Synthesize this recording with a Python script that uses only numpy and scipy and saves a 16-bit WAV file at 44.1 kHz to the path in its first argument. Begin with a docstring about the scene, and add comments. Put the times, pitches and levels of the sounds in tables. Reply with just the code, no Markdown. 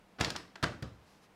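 """Small kitchen. A plastic utensil is put down on the worktop, rattles and settles; a tick, a second
clattering knock and a soft bump follow. Each contact gives a short noise clack and rings the utensil's
body and edge. Heavy contacts also thump the worktop; hard first touches add a thin snap.
Clacks, rings and thumps reverberate. Behind them: quiet room noise and a faint rustle of handling."""
import sys
import numpy as np
from scipy import signal
from scipy.fft import rfft, irfft, next_fast_len
from scipy.io import wavfile

SR = 44100
rng = np.random.default_rng(int(sys.argv[2]) if len(sys.argv) > 2 else 0)


def log_audio(samples):
    """Write samples as a 16-bit WAV file to the path given in sys.argv[1]."""
    # one column per channel
    frames = np.atleast_2d(samples).T
    # limit to full scale, then quantise
    limited = np.clip(frames, -1, 1)
    pcm = np.round(limited * 32767).astype(np.int16)
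    wavfile.write(sys.argv[1], SR, pcm)


N = 59535

# Noise spectra. Each row: frequency in Hz, relative density in dB.
AIR_SPECTRUM = [(15, -46), (25, 9.5), (43, -11), (206, -7), (317, -6.5), (384, -8.5), (591, -9),
                (1020, -11), (1130, -14), (2550, -19.5), (6560, -31), (14400, -38.5), (16000, -44)]
RUSTLE_SPECTRUM = [(100, -29), (400, -4), (1200, 1.5), (2500, -4), (5000, -1), (8000, -10.5),
                   (12000, -13.5), (16000, -29)]
CLACK_SPECTRUM = [(60, -39), (150, -15.5), (280, 0.5), (460, -4.5), (680, -1.5), (950, -0.5), (1400, 2.5),
                  (1900, 0), (2400, -2.5), (3300, -2), (5000, -3), (7000, -12.5), (10000, -22),
                  (15000, -36.5)]
SNAP_SPECTRUM = [(500, -18), (4000, -1.5), (9000, 0.5), (15000, -9)]
# Reverb decay. Each row: frequency in Hz, T60 in seconds.
REVERB_DECAY = [(60, .5), (160, 0.5851), (420, 0.3043), (1100, 0.3859), (3000, 0.3641), (5000, 0.37),
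                (8000, 0.3744), (14000, 0.35)]
# Reverb colour. Each row: frequency in Hz, gain in dB.
REVERB_COLOUR = [(60, -2), (130, -2.5), (300, 4), (1000, 2), (2000, -1.5), (5000, -4), (12000, -2.5)]
# Handling strokes. Each row: peak time in seconds, 1/e half width in seconds, level in dB.
RUSTLE_STROKES = [(1.12, 0.089, -68.5), (1.242, 0.02, -67.5)]
# Modes of the worktop, the utensil's bending body and its stiff, fast-damped edge.
# Each row: frequency in Hz, relative level in dB, T60 in seconds.
WORKTOP_MODES = [(66.7, 0, 0.089), (122.8, 4, 0.044), (178, -4, 0.064), (209, -5, 0.064), (269, -8, 0.061),
                 (315.5, -7.5, 0.066), (457, -8, 0.13), (528.5, -10, 0.084), (625, -5.5, 0.056),
                 (746, -19.5, 0.14)]
BODY_MODES = [(839, -7.5, 0.065), (990, -25, 0.026), (1171, -8.5, 0.14), (1315, -4, 0.051),
              (1410, 4, 0.027), (1603, 2, 0.053), (1935, -3, 0.025)]
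EDGE_MODES = [(2700, -13, .008), (3330, -9, .008), (4230, -7, .009), (4750, -4, .009), (5400, -8, .007),
              (6900, -13, .006)]
# Blows reaching the worktop. Each row: start in seconds, gain in dB, push time in seconds,
# frequency favoured by the struck spot in Hz, falloff around it in dB per octave.
WORKTOP_BLOWS = [(0.2021, -20.5, 0.0021, 165.5, 8), (0.2463, -40, .001, 205, 4),
                 (0.2660, -29.5, 0.0018, 375, 16), (0.3038, -37, 0.003, 344, 7),
                 (0.3600, -35, 0.00088, 293, 17), (0.6277, -26.5, 0.00034, 101, 0),
                 (0.6340, -28.5, .001, 130, 4.5), (0.8234, -30.5, 0.00033, 110, 4),
                 (0.8290, -36, 0.0011, 119.5, 3)]
# Hard first touches. Each row: start in seconds, level in dB.
HARD_TOUCHES = [(0.199, -52), (0.6279, -43), (0.8239, -52.5)]
# Utensil contacts. Each row: start in seconds, gain in dB, clack rise in seconds, contact time in
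# seconds, relative body ring in dB, frequency favoured by the struck spot in Hz, relative edge ring
# in dB, clack tilt in dB per octave, reverb send in dB.
UTENSIL_CONTACTS = [ (0.1852, -42.5, 0.0018, 0.011, -4, 1300, -13, -5.5, -5),
                    (0.1992, -40.5, 0.00048, 0.0082, -18, 1000, -16, -2, 3),
                    (0.2086, -24.5, 0.00051, 0.0038, -9, 1040, -21, 0.2, -2),
                    (0.2264, -44, 0.00083, 0.0031, -8, 1900, -10, -10, -4),
                    (0.2366, -34.5, 0.0011, 0.0018, 0, 1160, -10, -3, -10),
                    (0.2463, -28.5, 0.00088, 0.0029, -6, 945, 11.5, .5, -3),
                    (0.2801, -34.5, 0.00033, 0.0016, -23, 1140, -16, -7.5, -4.5),
                    (0.303, -32, 0.00072, 0.0019, -13, 1650, 7, 3.5, -8),
                    (0.3510, -39.5, 0.00067, 0.0069, -25, 850, -30, -7.5, -12.5),
                    (0.3610, -33.5, .001, 0.0038, -18, 1020, 4.5, 1.6, -4),
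                    (0.5557, -44.5, 0.00015, .005, -2.5, 1610, -16, -2, -5.5),
                    (0.627, -32, 0.00048, 0.0062, 1, 1000, -26, -4.3, -3),
                    (0.6336, -27, 0.0019, 0.0086, -18, 1370, -26, -1.34, -5),
                    (0.6410, -34.5, 0.00049, 0.005, 9.5, 1490, -12, -3.5, -18.5),
                    (0.8240, -44, 0.00084, 0.0063, -6, 1000, -33, -0.9, -1)]

AIR_DB, HUM_DB, HUM_HZ, HUM_HALF_WIDTH_HZ = -63.5, -73.5, 197, 14
WALL_DELAY_S, REVERB_BUILD_S, THUMP_SEND_DB = 0.0033, 0.0025, -5
RING_RISE_S, RING_GAIN_DB, BODY_FOCUS_DB_PER_OCT = 0.00039, -1, 25.5
CLACK_T60_S, SNAP_T60_S = 0.019, 0.028
LOW_CUT_HZ, TOP_HZ = 45, 15800
HIT_SAMPLES = SR // 5


def amp(db):
    """Decibels to gain."""
    return 10 ** (np.asarray(db) / 20)


def unit_rms(x):
    """Scale to rms 1."""
    return x / np.sqrt(np.mean(x ** 2) + 1e-20)


def curve_at(points, hz):
    """Interpolate (Hz, value) points on a log frequency axis."""
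    points_hz, values = np.transpose(points)
    return np.interp(np.log(hz + 1), np.log(points_hz + 1), values)


def filtered(x, response):
    """Zero-phase filter with gain response(hz)."""
    size = next_fast_len(len(x) + SR // 2)
    return irfft(rfft(x, size) * response(np.fft.rfftfreq(size, 1 / SR)), size)[:len(x)]


def noise(spectrum, tilt_db_per_oct=0, size=N):
    """Coloured noise of rms 1, tilted above about 200 Hz."""
    hz = np.fft.rfftfreq(size, 1 / SR)
    gain = amp(curve_at(spectrum, hz) + tilt_db_per_oct * np.log2(1 + hz / 200))
    return unit_rms(irfft(rfft(rng.standard_normal(size)) * gain, size))


def ring(modes, t, scatter_db, spot_hz=1, focus_db_per_oct=0):
    """Damped sines of alternating sign, favoured near spot_hz; levels scatter from blow to blow."""
    sound = np.zeros(len(t))
    for k, (hz, db, t60_s) in enumerate(modes):
        start_db = db + scatter_db * rng.standard_normal() - focus_db_per_oct * abs(np.log2(hz / spot_hz))
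        sound += (-1) ** k * amp(start_db - 60 * t / t60_s) * np.sin(2 * np.pi * hz * t)
    return sound


def add(track, start_s, sound):
    """Mix a sound into the track in place."""
    part = track[round(start_s * SR):][:len(sound)]
    part += sound[:len(part)]


def room_noise():
    """Steady dull air noise plus a soft, narrow-band noise hum."""
    hum = filtered(rng.standard_normal(N), lambda hz: 1 / (1 + ((hz - HUM_HZ) / HUM_HALF_WIDTH_HZ) ** 2))
    return amp(AIR_DB) * noise(AIR_SPECTRUM) + amp(HUM_DB) * unit_rms(hum)


def room_tail():
    """Diffuse impulse response of the kitchen; each frequency decays at its own rate."""
    hz, frame_s, bins = signal.stft(rng.standard_normal(SR // 2), SR, nperseg=256)
    decay = amp(-60 * frame_s / curve_at(REVERB_DECAY, hz)[:, None])
    _, tail = signal.istft(bins * decay, SR, nperseg=256)
    t = np.arange(len(tail)) / SR
    tail *= np.clip((t - WALL_DELAY_S) / REVERB_BUILD_S, 0, 1)
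    colour = amp(curve_at(REVERB_COLOUR, np.fft.rfftfreq(len(tail), 1 / SR)))
    return irfft(rfft(tail / np.linalg.norm(tail)) * colour)


def in_kitchen(radiate, send_db, paths=3):
    """One extra radiate() reaches the microphone directly; each of the `paths` radiate() calls, one per
    direction, fills the room."""
    reverb = sum(signal.fftconvolve(radiate(), room_tail()) for _ in range(paths))
    sound = amp(send_db) * reverb / np.sqrt(paths)
    add(sound, 0, radiate())
    return sound


def handling():
    """Faint rustles: noise in bell-shaped swells."""
    t = np.arange(N) / SR
    swells = sum(amp(db) * np.exp(-((t - peak_s) / half_s) ** 2) for peak_s, half_s, db in RUSTLE_STROKES)
    return noise(RUSTLE_SPECTRUM) * swells


def snaps():
    """The first touch of a hard blow: a tiny treble burst."""
    track, t = np.zeros(N), np.arange(HIT_SAMPLES) / SR
    for start_s, db in HARD_TOUCHES:
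        add(track, start_s, amp(db - 60 * t / SNAP_T60_S) * noise(SNAP_SPECTRUM, size=HIT_SAMPLES))
    return track


def worktop():
    """Heavy contacts push the worktop; its modes give a short dull thump."""
    track, t = np.zeros(N), np.arange(HIT_SAMPLES) / SR
    for start_s, db, push_s, spot_hz, focus in WORKTOP_BLOWS:
        modes = ring(WORKTOP_MODES, t, scatter_db=0.91, spot_hz=spot_hz, focus_db_per_oct=focus)
        thump = -modes * (1 - np.exp(-t / push_s))
        add(track, start_s, amp(db) * in_kitchen(lambda: thump, THUMP_SEND_DB, paths=1))
    return track


def utensil():
    """Each contact: a fast-dying clack plus body and edge ring; the struck spot favours some modes."""
    track, t = np.zeros(N), np.arange(HIT_SAMPLES) / SR
    for start_s, db, rise_s, hold_s, body_db, spot_hz, edge_db, tilt, send_db in UTENSIL_CONTACTS:
        body = ring(BODY_MODES, t, scatter_db=0.77, spot_hz=spot_hz, focus_db_per_oct=BODY_FOCUS_DB_PER_OCT)
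        edge = ring(EDGE_MODES, t, scatter_db=0.67)
        ringing = amp(body_db) * body + amp(edge_db) * edge
        ringing *= amp(RING_GAIN_DB) * (1 - np.exp(-t / RING_RISE_S))
        clack_decay = amp(-60 * np.maximum(t - hold_s, 0) / CLACK_T60_S)
        envelope = (1 - np.exp(-t / rise_s)) * clack_decay

        def radiate():
            """Same ring in each direction, fresh clack noise of equal energy."""
            clack = noise(CLACK_SPECTRUM, tilt, size=HIT_SAMPLES) * envelope
            return ringing + unit_rms(clack) * np.sqrt(np.mean(envelope ** 2))

        add(track, start_s, amp(db) * in_kitchen(radiate, send_db))
    return track


def scene():
    """Mono sum of all sources."""
    return (utensil() + worktop() + snaps() + handling() + room_noise())[None]


def record(dry):
    """Microphone: deep bass roll-off, hard upper band limit."""
    thinned = signal.sosfilt(signal.butter(2, LOW_CUT_HZ, "high", fs=SR, output="sos"), dry[0])
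    return filtered(thinned, lambda hz: hz < TOP_HZ)[None]


dry = scene()
out = record(dry)
log_audio(out)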